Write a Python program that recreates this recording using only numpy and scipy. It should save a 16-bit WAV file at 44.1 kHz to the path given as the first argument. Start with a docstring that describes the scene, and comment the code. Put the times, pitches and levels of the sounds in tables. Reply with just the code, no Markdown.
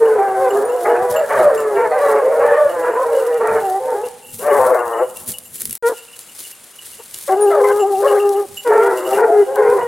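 """Hounds hunting in a wood

A pack bays in overlapping howls and cries, hoarse where the vocal folds repeat only every few cycles.
One hound growls; later one holds a long note. Clappers ring the collar bells, leaves rustle and twigs
snap under paws and boots, and the trunks scatter the voices. The sound cuts out once, briefly."""
import sys
import numpy as np
from scipy import signal
from scipy.fft import rfft, irfft, next_fast_len
from scipy.io import wavfile
from scipy.ndimage import uniform_filter1d, minimum_filter1d, map_coordinates

SR = 44100
rng = np.random.default_rng(int(sys.argv[2]) if len(sys.argv) > 2 else 0)


def output_pcm(signal):
    """Save a mono or channel-first signal as 16-bit PCM at the path in sys.argv[1].

    Samples are clipped to [-1, 1] before scaling.
    """
    pcm = np.clip(np.atleast_2d(signal).T, -1, 1) * 32767
    wavfile.write(sys.argv[1], SR, np.round(pcm).astype(np.int16))


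N = 435266

# low howls: t/s, length/s, start, middle, end f/Hz, fundamental/dB, swell/dB, octave/dB,
# overtones/dB, roughness
HOWLS = [(0, 0.24, 460.4, 432.7, 405, -14.5, -13, -31.5, -36.5, 0.55),
         (0.17, 0.34, 389, 385.2, 386.5, -26.5, -8, -20.5, -31, 0.27),
         (0.48, 0.2, 384.3, 408.3, 437, -22.5, -1.5, -46, -36, 1),
         (0.63, 0.27, 458.5, 496.5, 438, -22.5, -13, -38, -45, 0.98),
         (0.72, 0.36, 371.6, 347.6, 401, -36.5, 8.5, -25, -41, 0.44),
         (0.86, 0.4, 452.7, 493.5, 447, -20.5, -6, -36, -32, 0.32),
         (1.27, 0.19, 461, 405.3, 342, -34.5, 4, -49, -30, 0.64),
         (1.5, 0.32, 455.3, 427.5, 392.5, -19, -1, -46, -31, 0.51),
         (1.77, 0.21, 476, 489.6, 430, -19.5, -12, -33.5, -39, 0.58),
         (2.02, 0.19, 481.4, 436, 420, -19, 4.5, -32, -31, 0.76),
         (2.2, 0.38, 459.6, 469.5, 483.4, -20, 5.5, -47.5, -34, 0.99),
         (2.67, 0.26, 526, 507.5, 493, -21, 5.5, -37, -33, 0.64),
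         (2.91, 0.14, 448.5, 500.5, 538, -21, 1, -26, -47, 0.98),
         (3.03, 0.27, 478.5, 468, 456, -19.5, -6, -39, -40, 0.66),
         (3.26, 0.18, 486, 474, 444, -16, -4.5, -57, -34.5, 0.43),
         (3.41, 0.23, 428, 445.2, 439, -19, -0.5, -46, -32.5, 0.63),
         (3.61, 0.2, 411, 377, 405, -28.5, 0.5, -20.5, -37.5, 0.23),
         (3.8, 0.156, 442, 453.6, 451, -29, 13, -29.5, -40, 0.45),
         (3.93, 0.18, 394, 420.3, 429, -28.5, -15, -30.5, -38, 0.41),
         (5.82, 0.085, 486, 476, 482, -13.5, 5.5, -24.5, -19.5, 0.021),
         (8.68, 0.42, 440, 391.5, 354, -18.5, -19, -39, -33.5, 0.55),
         (9.0, 0.19, 372.8, 386.3, 420, -26, 21, -46, -34, 0.77),
         (9.15, 0.18, 400, 435.4, 398, -15, 2, -23.5, -40, 1),
         (9.3, 0.15, 419, 416.7, 397, -9, 4.5, -30, -32.5, 0.31),
         (9.461, 0.22, 396, 416.3, 400, -26, 2, -28, -54, 0.93),
         (9.57, 0.23, 412.2, 426, 370.4, -14.5, -9, -32.5, -35.5, 0.37)]
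# vocal tract response: f/Hz, gain/dB
THROAT = [(200, -49), (300, -16.5), (400, 2.5), (600, 4), (880, -1), (1030, -4.5), (1200, -6), (1450, -9),
          (1700, -10.5), (2000, -15.5), (2400, -27.5), (3000, -38.5), (3700, -39), (4500, -29), (6000, -47)]
# short hoarse bays: t/s, nominal length/s, start f/Hz, end f/Hz, relative level/dB, roughness
BAYS = [(0.03, 0.17, 530.4, 467, -31.5, 1), (0.844, 0.14, 411, 428.5, -26.5, 0.83),
        (1.136, 0.12, 544.6, 576, -28, 0.86), (1.293, 0.097, 554.4, 605, -25, 1.23),
        (1.376, 0.13, 660.4, 530.3, -22, 0.96), (1.755, 0.12, 460, 430, -26.5, 0.4),
        (1.906, 0.11, 515, 478, -26.5, 0.5), (2.018, 0.21, 566, 527.4, -29, 0.57),
        (2.392, 0.23, 554, 616.6, -27, 0.62), (2.575, 0.12, 603.4, 556.5, -24.5, 0.12),
        (2.831, 0.11, 474, 455, -30.5, 0.97), (2.94, 0.11, 472.7, 528, -29.5, 0.97),
        (3.067, 0.2, 570.4, 476.5, -31.5, 0.6), (3.397, 0.19, 462.5, 434.4, -27.5, 1.15),
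        (5.88, 0.049, 504, 415, -27.5, 1.1), (6.984, 0.026, 475, 443, -46, 1.1),
        (7.277, .02, 547, 540, -23, .8), (7.499, 0.12, 698, 477, -21, 1.16),
        (7.63, 0.094, 518, 496, -25.5, 0.8), (8.019, 0.17, 555.6, 511.6, -24.5, 1),
        (8.708, 0.034, 460, 450, -18.5, 1.15), (8.767, 0.18, 460.2, 450, -28, 0.7),
        (9.172, 0.077, 494.6, 449, -21, 1.18), (9.548, 0.28, 530.3, 481.4, -29.5, 0.75)]
# higher cries: t/s, length/s, start, middle, end f/Hz, fundamental/dB, swell/dB, octave/dB
CRIES = [(0.36, 0.15, 504.4, 526.6, 453, -18.5, 12, -30), (1.1, 0.13, 580.5, 636, 665, -18.5, 9, -36),
         (1.38, 0.17, 633.5, 589.7, 484, -17.5, 4, -41.5), (1.89, 0.13, 652, 601, 548.4, -21, -3, -31),
         (1.99, 0.16, 564, 569, 576, -19, -7, -28), (2.21, 0.17, 489, 534, 553, -17, -4, -45),
         (2.37, 0.25, 546, 580.4, 564, -16, 1, -39.5), (2.55, 0.14, 589, 586, 540, -13, 6, -33.5),
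         (3.1, 0.15, 625, 557, 496, -20.5, 3, -56), (3.79, 0.19, 509.6, 509, 458, -22, 4, -42),
         (4.011, 0.084, 453, 483.7, 450, -22.5, 3, -43), (8.646, 0.082, 512, 472, 445, -15, -2, -23),
         (8.719, 0.37, 440, 481.7, 552.5, -21.5, -22, -28.5), (9.18, 0.12, 439, 470, 477, -14, 1, -37),
         (9.27, 0.12, 653, 707, 842, -16.5, -9, -52), (9.461, 0.11, 504, 538, 530, -22, -5, -40.5),
         (9.56, 0.2, 553.5, 485, 499.5, -15, 5, -27.5), (9.77, 0.12, 488, 476, 447, -22, -2, -31)]
# growling bay: t/s, f/Hz, fundamental/dB, rattle/dB
GROWL = [(4.39, 444, -28, -43), (4.432, 569.5, -33, -21.5), (4.48, 586, -10.5, -13.5),
         (4.58, 569, -17, -11.5), (4.592, 522.7, -13, -12.5), (4.962, 451.6, -37, -16),
         (5.03, 502.7, -10.5, -12), (5.065, 480, -25, -26)]
# effort in the growl: t/s, roughness, jaw opening, rattle share
GROWL_EFFORT = [(4.4, 1.3, 0.84, 0.7), (4.6, 0.88, 0.7, 0.98), (4.78, 1.1, 0.4, 0.84), (4.87, 0.1, 0, 0.45),
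                (4.94, .36, 0, 0.73), (5, 0.87, 0.26, 0.75), (5.03, 0.64, 0.7, 0.32)]
# held note: t/s, f/Hz, level/dB
LONG_HOWL = [(7.291, 378.3, -18), (7.33, 377, -10), (7.358, 369.3, -15), (7.372, 403.3, -13),
             (7.41, 413.5, -10.5), (7.47, 399.3, -11), (7.6, 410.8, -14.5), (7.8, 412.4, -13),
             (7.845, 383.6, -14), (7.89, 409.4, -16), (7.96, 380.8, -16), (8.04, 410.2, -14),
             (8.26, 409.3, -11.5), (8.34, 390.7, -17.5), (8.4, 418.5, -12.5), (8.46, 361, -29.5)]
# slight colouring of the far pack: f/Hz, gain/dB
FAR_COLOUR = [(1600, 1), (2300, -0.5), (3200, 1.5)]
# direction of the voices as the listener turns: t/s, left over right/dB
BEARING = [(0, 0.3), (3.8, -0.4), (4.7, 3.5), (5.9, 1.6), (8.3, 2.5), (8.8, 0.5), (9.25, 2.5), (9.8, 1)]
# decay among the trunks: f/Hz, t60/s
WOOD_T60 = [(200, 0.16), (600, 1), (2000, 0.82), (10000, 0.62)]
# echo, stronger when the pack is far: t/s, gain/dB
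ECHO_SEND = [(0, -9), (4, -14), (4.6, -12.5), (5.9, -23), (8.3, -17.5), (9.87, -10.5)]

# strides of boots and paws: t/s, length/s, crunch/dB, thud/dB
STEPS = [(0.513, 0.11, -39.5, -50), (0.994, 0.042, -45, -41), (1.077, 0.035, -29, -39.5),
         (1.246, 0.11, -38, -56), (1.354, 0.098, -37.5, -35), (1.977, 0.14, -37, -57),
         (2.62, 0.28, -64.5, -52), (3.455, 0.18, -43.5, -48), (4.306, .16, -32.5, -48),
         (4.494, 0.17, -31.5, -47), (4.845, 0.056, -40, -45), (5.149, 0.072, -33, -51),
         (5.255, 0.052, -25, -43), (5.519, 0.12, -30, -51), (5.605, 0.11, -37, -53),
         (5.852, 0.023, -26.5, -65), (6.353, 0.14, -38, -68), (6.798, 0.15, -38, -88),
         (7.106, 0.21, -34.5, -60), (7.578, 0.23, -38.5, -57), (7.894, 0.3, -37.5, -55),
         (8.596, 0.4, -39, -56), (9.036, 0.14, -34.5, -51), (9.668, 0.022, -59, -40)]
# steady rustle of the trot: t/s, level/dB
TROT_RUSTLE = [(0.0, -44), (9.07, -41), (9.87, -44)]
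# rumble between strides: t/s, level/dB
RUMBLE_FLOOR = [(0, -53.5), (2.5, -50), (3.2, -59), (4.5, -55.5), (5.6, -54.5), (6.1, -66), (7.5, -59),
                (9.87, -52)]
# spectra of dry leaves, soil and still air: f/Hz, relative density/dB
LEAF_SPECTRUM = [(150, -24), (270, -18), (360, -2.5), (550, -8.5), (700, -18), (1850, -7), (2860, -9),
                 (3170, -4), (5830, -3.5), (10200, 4.5), (16000, -7)]
SOIL_SPECTRUM = [(12, -56), (20, -7.5), (59, -24.5), (97, -3.5), (141, -9), (260, -3), (340, -62),
                 (570, -120)]
AIR_SPECTRUM = [(35, -60.5), (60, -18), (98, -2.5), (469, 4.5), (1310, 3.5), (2840, 2.5), (5590, -3.5),
                (9790, 7), (13000, -10.5), (16000, -30.5)]
# left-right likeness of the noises: f/Hz, correlation
COHERENCE = [(60, 1), (180, 0.73), (550, 0.87), (1650, 0.94), (4300, 0.81), (15000, 0.8)]
# tilt of leaves breaking close by: f/Hz, gain/dB
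BOOT_TILT = [(5000, -4.5), (11000, 1)]
# snapping twigs: t/s, level/dB
SNAPS = [(1.125, -27), (3.4729, -24.5), (4.086, -29), (4.746, -26.5), (4.879, -26.5), (5.171, -22),
         (5.3846, -18), (5.607, -21), (5.6545, -13), (5.6954, -19), (5.709, -15), (5.728, -16),
         (5.753, -16), (5.877, -28), (6.191, -22.5), (6.761, -36), (7.1436, -18.5), (8.292, -22),
         (8.544, -30.5), (9.558, -23.5), (9.7008, -28)]

# modes of collar bells and fittings: f/Hz, level/dB, t60/s
BELL_MODES = [(2743, 4, 0.2), (2913, 6, 0.19), (7315, -1.5, 0.26), (9800, -13, 0.09), (12400, 2.5, 0.17)]
FITTING_MODES = [(6900, -15.5, .2), (9470, 3, 0.12), (13750, -9, .14)]
# hard clapper strokes and clinks of the fittings: t/s, relative level/dB
JINGLES = [(0.5023, -28), (1.1603, -27), (1.5738, -30), (6.787, -36), (7.4709, -35), (7.7944, -26.5),
           (8.0712, -32), (8.198, -32.5), (8.5676, -26.5), (8.97, -32), (9.0485, -30), (9.13, -27)]
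CLINKS = [(0.65, -24), (7.409, -16)]

VOWEL_DB, VOWEL_RATE_HZ = 3.2, 9  # partials swell and fade as the mouth moves


def amp(db):
    """Decibels to gain."""
    return 10 ** (np.asarray(db) / 20)


def unit(x):
    """Scale to rms 1."""
    return x / np.sqrt(np.mean(x ** 2) + 1e-20)


def along(points, hz):
    """Read (f/Hz, value) points on a log axis."""
    f, values = np.transpose(points)
    return np.interp(np.log(hz + 1), np.log(f + 1), values)


def curves(rows, t):
    """Each column after the time, read at t."""
    times, *columns = np.transpose(rows)
    return [np.interp(t, times, column) for column in columns]


def wobble(rate_hz, t):
    """Smooth random curve with knots at rate_hz."""
    u = (t - t[0]) * rate_hz
    return map_coordinates(rng.standard_normal(int(u[-1]) + 4), [u])


def flutter(depth, rate_hz, t):
    """Uneven gain around 1."""
    return 1 + depth * np.tanh(wobble(rate_hz, t))


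def filtered(x, response):
    """Apply a gain given as a function of frequency."""
    n = x.shape[-1]
    size = next_fast_len(n + 8192)
    return irfft(rfft(x, size) * response(np.fft.rfftfreq(size, 1 / SR)), size)[..., :n]


def add(track, at_s, x):
    """Mix x into the track from at_s."""
    part = track[..., max(round(at_s * SR), 0):][..., :x.shape[-1]]
    part += x[..., :part.shape[-1]]


def spread(pair, spectrum):
    """Two independent signals to coloured, partly coherent stereo of rms 1."""
    def response(hz):
        angle = np.arccos(np.clip(along(COHERENCE, hz), -1, 1)) / 2
        return amp(along(spectrum, hz)) * [np.cos(angle), np.sin(angle)]
    mid, side = filtered(pair, response)
    return unit(np.array([mid + side, mid - side]))


def span(rows, ramp_s=0.0051):
    """Sample times and on-off gate of a tabulated call."""
    t = np.arange(rows[0][0], rows[-1][0], 1 / SR)
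    return t, np.clip(np.minimum(t - t[0], t[-1] - t) / ramp_s, 0, 1)


def call(length_s, pitches_hz, swell_db, attack_s=0.029, release_s=0.031):
    """Times, pitch parabola through three values, and swelling or fading envelope of one call."""
    t = np.arange(0, length_s, 1 / SR)
    u = t / length_s
    pitch_hz = np.polyval(np.polyfit([0, .5, 1], pitches_hz, 2), u)
    gate = np.clip(np.minimum(t / attack_s, (length_s - t) / release_s), 0, 1)
    return t, pitch_hz, gate * amp(swell_db * (u - .5))


def folds(pitch_hz, rough, t, waver, jitter):
    """Vocal fold phase: a waver, plus fast jitter when hoarse."""
    hz = pitch_hz * (1 + waver * wobble(44.74, t) + jitter * rough * wobble(420, t))
    return 2 * np.pi * np.cumsum(hz) / SR


def clear_voice(phase, pitch_hz, t, rolloff_db=0):
    """Harmonics 3-7, shaped by throat and moving mouth; rms about 1."""
    k = np.arange(3, 8)[:, None]
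    gain = amp(along(THROAT, k * pitch_hz) - rolloff_db * k)
    vowel = amp([VOWEL_DB * wobble(VOWEL_RATE_HZ, t) for _ in k])
    shiver = .55 * np.array([wobble(90, t) for _ in k])
    harmonics = (vowel * gain * np.sin(k * phase + shiver)).sum(0)
    return np.sqrt(2) * harmonics / np.sqrt((gain ** 2).sum(0) + 1e-20)


def hoarse_voice(phase, pitch_hz, rough, t, between_db, cycles):
    """Folds repeat every few cycles, adding partials between the harmonics; breath hisses; rms 1."""
    k = np.arange(cycles // 2 + 1, 6 * cycles + 1)[:, None] / cycles
    gain = amp(along(THROAT, k * pitch_hz * rng.normal(1, 0.049)) + between_db * (k % 1 > 0))
    gain *= amp([VOWEL_DB * wobble(VOWEL_RATE_HZ, t) for _ in k])
    shiver = np.array([wobble(54.55, t) + 1j * wobble(54.63, t) for _ in k])
    steady = np.exp(1j * rng.standard_normal(k.shape))
    phasors = np.sqrt(1 - rough) * steady + np.sqrt(rough / 2) * shiver
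    partials = (gain * phasors * np.exp(1j * k * phase)).real.sum(0)
    puffs = rng.standard_normal(len(t)) * (1 + 0.18 * np.cos(phase / cycles))
    breath = unit(filtered(puffs, lambda hz: amp(along(THROAT, hz))))
    return unit(unit(partials) + .22 * rough * breath)


def howl(t, pitch_hz, first_db, octave_db, upper_db, rough, hoarse_db, rolloff_db=0):
    """Two low harmonics under an upper voice; roughness blends it from clear to hoarse."""
    phase = folds(pitch_hz, rough, t, waver=.012, jitter=.035)
    low = np.sqrt(2) * (amp(first_db) * np.sin(phase) + amp(octave_db) * np.sin(2 * phase))
    low *= flutter(.7 * rough, 110, t) * flutter(.25, 25, t)
    clear = np.sqrt(1 - rough) * clear_voice(phase, pitch_hz, t, rolloff_db)
    hoarse = rough * hoarse_voice(phase, pitch_hz, .8, t, between_db=-2, cycles=3)
    return low + amp(upper_db - 5) * clear + amp(upper_db + hoarse_db) * hoarse


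def lead_hound():
    """Low howls in close succession."""
    out = np.zeros(N)
    for at_s, length_s, *pitches_hz, first_db, swell_db, octave_db, upper_db, rough in HOWLS:
        t, pitch_hz, envelope = call(length_s, pitches_hz, swell_db)
        voice = howl(t, pitch_hz, first_db, octave_db, upper_db, rough, hoarse_db=14.5)
        add(out, at_s, envelope * voice)
    return out


def ground(grains_per_s=600, grain_tau_s=.0005):
    """Dry leaves crackle in clumps over thudding soil and still forest air."""
    t = np.arange(N) / SR
    noise = lambda: rng.standard_normal((2, N))
    trot_db, rumble_db = curves(TROT_RUSTLE, t) + curves(RUMBLE_FLOOR, t)
    crunch, thud = strides()
    patter = amp(trot_db + 2.4 * wobble(12, t))
    cracks = (rng.random(N) < grains_per_s / SR) * amp(3.1 * rng.exponential(size=N).clip(0, 3))
    grain_envelope = signal.lfilter([1], [1, -np.exp(-1 / (grain_tau_s * SR))], cracks)
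    crackle = unit(grain_envelope * noise()) + 1.1 * noise()
    clumps = amp(2.2 * wobble(70, t))
    leaves = spread(crackle * clumps, LEAF_SPECTRUM)
    soil = spread(noise(), SOIL_SPECTRUM) * amp(3.8 * wobble(17, t))
    air = amp(-46) * spread(noise(), AIR_SPECTRUM)
    return np.hypot(crunch, patter) * leaves + np.hypot(thud, amp(rumble_db)) * soil + air


def bays(attack_s=0.016, release_s=0.025, gain_db=10, fade_db=2, arch=0.038):
    """Period-doubled bays burst out, arch in pitch and fade."""
    out = np.zeros(N)
    for at_s, length_s, start_hz, end_hz, db, rough in BAYS:
        t = np.arange(0, length_s + 0.0178, 1 / SR)
        u, rough = t / t[-1], min(rough, 1)
        pitch_hz = (start_hz + (end_hz - start_hz) * u) * (1 + arch * (np.sin(np.pi * u) - .5))
        gate = np.clip(np.minimum(t / attack_s, (t[-1] - t) / release_s), 0, 1)
        phase = folds(pitch_hz, rough, t, waver=0.012, jitter=0.051)
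        voice = hoarse_voice(phase, pitch_hz, rough, t, between_db=-7, cycles=2)
        add(out, at_s, amp(db + gain_db - fade_db * u) * gate * voice)
    return out


def pack_cries():
    """Other hounds throw in higher cries, roughened by fold jitter."""
    out = np.zeros(N)
    for at_s, length_s, *pitches_hz, first_db, swell_db, octave_db in CRIES:
        t, pitch_hz, envelope = call(length_s, pitches_hz, swell_db)
        phase = folds(pitch_hz, 1, t, waver=.008, jitter=.028)
        low = np.sqrt(2) * (amp(first_db) * np.sin(phase) + amp(octave_db) * np.sin(2 * phase))
        upper = amp(octave_db - 6.5) * clear_voice(phase, pitch_hz, t)
        add(out, at_s, envelope * (low + upper) * flutter(0.3, 89.4, t))
    return out


def struck_metal(modes, strokes, top_detune=.005, gain_db=-9):
    """Each stroke rings the modes at new strengths and chatters on the rim."""
    out, t = np.zeros((2, N)), np.arange(SR // 5) / SR
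    hz, mode_db, t60_s = np.transpose(modes)[:, :, None]
    for at_s, db in strokes:
        tuning = 1 + top_detune * hz / hz.max() * rng.standard_normal(hz.shape)
        phase = 2 * np.pi * hz * tuning * t + .3 * wobble(170, t)
        ringing = amp(mode_db + rng.normal(0, 4, hz.shape) - 60 * t / t60_s) * np.sin(phase)
        ringing *= (1 - np.exp(-t / .002)) * flutter(.8, 138, t)
        stereo_gains = amp(db + gain_db + rng.normal(0, 2, (2, len(hz))))
        add(out, at_s, stereo_gains @ ringing)
    return out


def collars(soft_count=100, soft_db=-42):
    """The trot keeps the bells jingling softly between hard strokes; fittings clink."""
    soft = [(u * N / SR, soft_db) for u in rng.random(soft_count)]
    return struck_metal(BELL_MODES, list(JINGLES) + soft) + struck_metal(FITTING_MODES, CLINKS)


def strides(attack_s=0.034, settle_tau_s=0.029):
    """Crunch and thud gains: each stride presses leaves and soil, holds and settles."""
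    out, t = np.zeros((2, N)), np.arange(SR) / SR
    for at_s, length_s, crunch_db, thud_db in STEPS:
        press = np.minimum(t / attack_s, 1) * np.exp(-np.maximum(t - length_s, 0) / settle_tau_s)
        add(out, at_s, amp([[crunch_db], [thud_db]]) * press)
    return out


def twigs(crack_t60_s=.012, crumble_t60_s=.07):
    """A snap is a short bright crack with a crumbling tail."""
    out, t = np.zeros((2, N)), np.arange(SR // 16) / SR
    for at_s, db in SNAPS:
        burst = spread(rng.standard_normal((2, len(t))), LEAF_SPECTRUM)
        crack = amp(-60 * t / crack_t60_s)
        crumble = amp(-20 - 60 * t / crumble_t60_s + 5 * wobble(500, t))
        add(out, at_s, amp(db) * burst * (crack + crumble))
    return out


def near_boots(litter, from_s=4.2, to_s=5.8, fade_s=.05):
    """Leaves and twigs tilt toward the top treble while boots tread close by."""
    t = np.arange(N) / SR
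    near = np.clip(np.minimum(t - from_s, to_s - t) / fade_s, 0, 1)
    tilted = filtered(litter, lambda hz: np.where(hz > 500, amp(along(BOOT_TILT, hz)), 1))
    return litter + near * (tilted - litter)


def growler():
    """Folds lock at a quarter of the pitch and rattle; the jaw closes, then opens on a yelp."""
    out = np.zeros(N)
    t, gate = span(GROWL)
    pitch_hz, first_db, rattle_db = curves(GROWL, t)
    rough, jaw, share = np.clip(curves(GROWL_EFFORT, t), 0, 1)
    phase = folds(pitch_hz, rough, t, waver=.009, jitter=.04)
    voice = hoarse_voice(phase, pitch_hz, rough, t, between_db=-2, cycles=4)
    closed_jaw = [(350, 5), (600, -8), (1150, 6), (1400, -2), (2400, -19)]  # f/Hz, gain/dB
    muffled = filtered(voice, lambda hz: amp(along(closed_jaw, hz)))
    rattle = amp(rattle_db) * share * (jaw * voice + (1 - jaw) * muffled)
    tone = amp(first_db) * (np.sin(phase) + 0.15 * np.sin(2 * phase))
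    add(out, t[0], gate * (rattle + tone))
    return out


def long_howl(mouth_hz=765, half_width_hz=28.6, push_s=0.069):
    """A near hound holds a note; as it sags, the octave slips into a mouth resonance and overtones sink."""
    out = np.zeros(N)
    t, gate = span(LONG_HOWL)
    pitch_hz, db = curves(LONG_HOWL, t)
    slip = 1 / (1 + ((2 * pitch_hz - mouth_hz) / half_width_hz) ** 2)
    push = 1 / (1 + ((t - t[0]) / push_s) ** 8)  # bright onset
    octave_ratio_db = -17.5 + 23 * slip
    first_db = db - 10 * np.log10(1 + amp(octave_ratio_db) ** 2)  # the two share the power
    octave_db = first_db + octave_ratio_db
    upper_db = db - 13.5 + 5.5 * push - 11 * slip * (1 - push)
    voice = howl(t, pitch_hz, first_db, octave_db, upper_db, rough=.3, hoarse_db=7, rolloff_db=5.5)
    add(out, t[0], gate * voice)
    return out


def trunks(voices, delay_samples=400):
    """Stereo echo scattered by the trees; lasts longest near 600 Hz."""
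    hz, t, spectra = signal.stft(rng.standard_normal((2, SR)), SR, nperseg=256)
    decay = amp(-60 * t / along(WOOD_T60, hz)[:, None])
    common, side = signal.istft(spectra * decay, SR, nperseg=256)[1]
    tail = np.array([common + 0.082 * side, common - 0.6 * side])
    delayed = np.pad(voices, (delay_samples, 0))[None]
    return signal.fftconvolve(delayed, tail / np.linalg.norm(tail[0]), axes=1)[:, :N]


def scene(far_until_s=5.5):
    """Hounds ahead among the trees, bells and leaves around them."""
    t = np.arange(N) / SR
    echo_db, bearing_db = curves(ECHO_SEND, t) + curves(BEARING, t)
    voices = lead_hound() + long_howl() + growler() + pack_cries() + bays()
    far = filtered(voices, lambda hz: amp(along(FAR_COLOUR, hz)))
    voices = np.where(t < far_until_s, far, voices)
    direct = voices * amp([bearing_db / 2, -bearing_db / 2])
    echo = trunks(amp(echo_db) * voices)
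    bells = collars()
    litter = near_boots(ground() + twigs()) * amp([[.6], [-.6]])  # slightly left
    return direct + echo + bells + litter


def record(dry, ceiling=.92, mute_from_s=5.778, mute_to_s=5.825, top_hz=16000):
    """Peak limiter, brief dropout, band limit."""
    t = np.arange(N) / SR
    needed = np.minimum(1, ceiling / (np.abs(dry).max(0) + 1e-9))
    gain = uniform_filter1d(minimum_filter1d(needed, size=600), size=500)
    audible = (t < mute_from_s) | (t > mute_to_s)
    return filtered(dry * gain * audible, lambda hz: hz < top_hz)


dry = scene()
out = record(dry)
output_pcm(out)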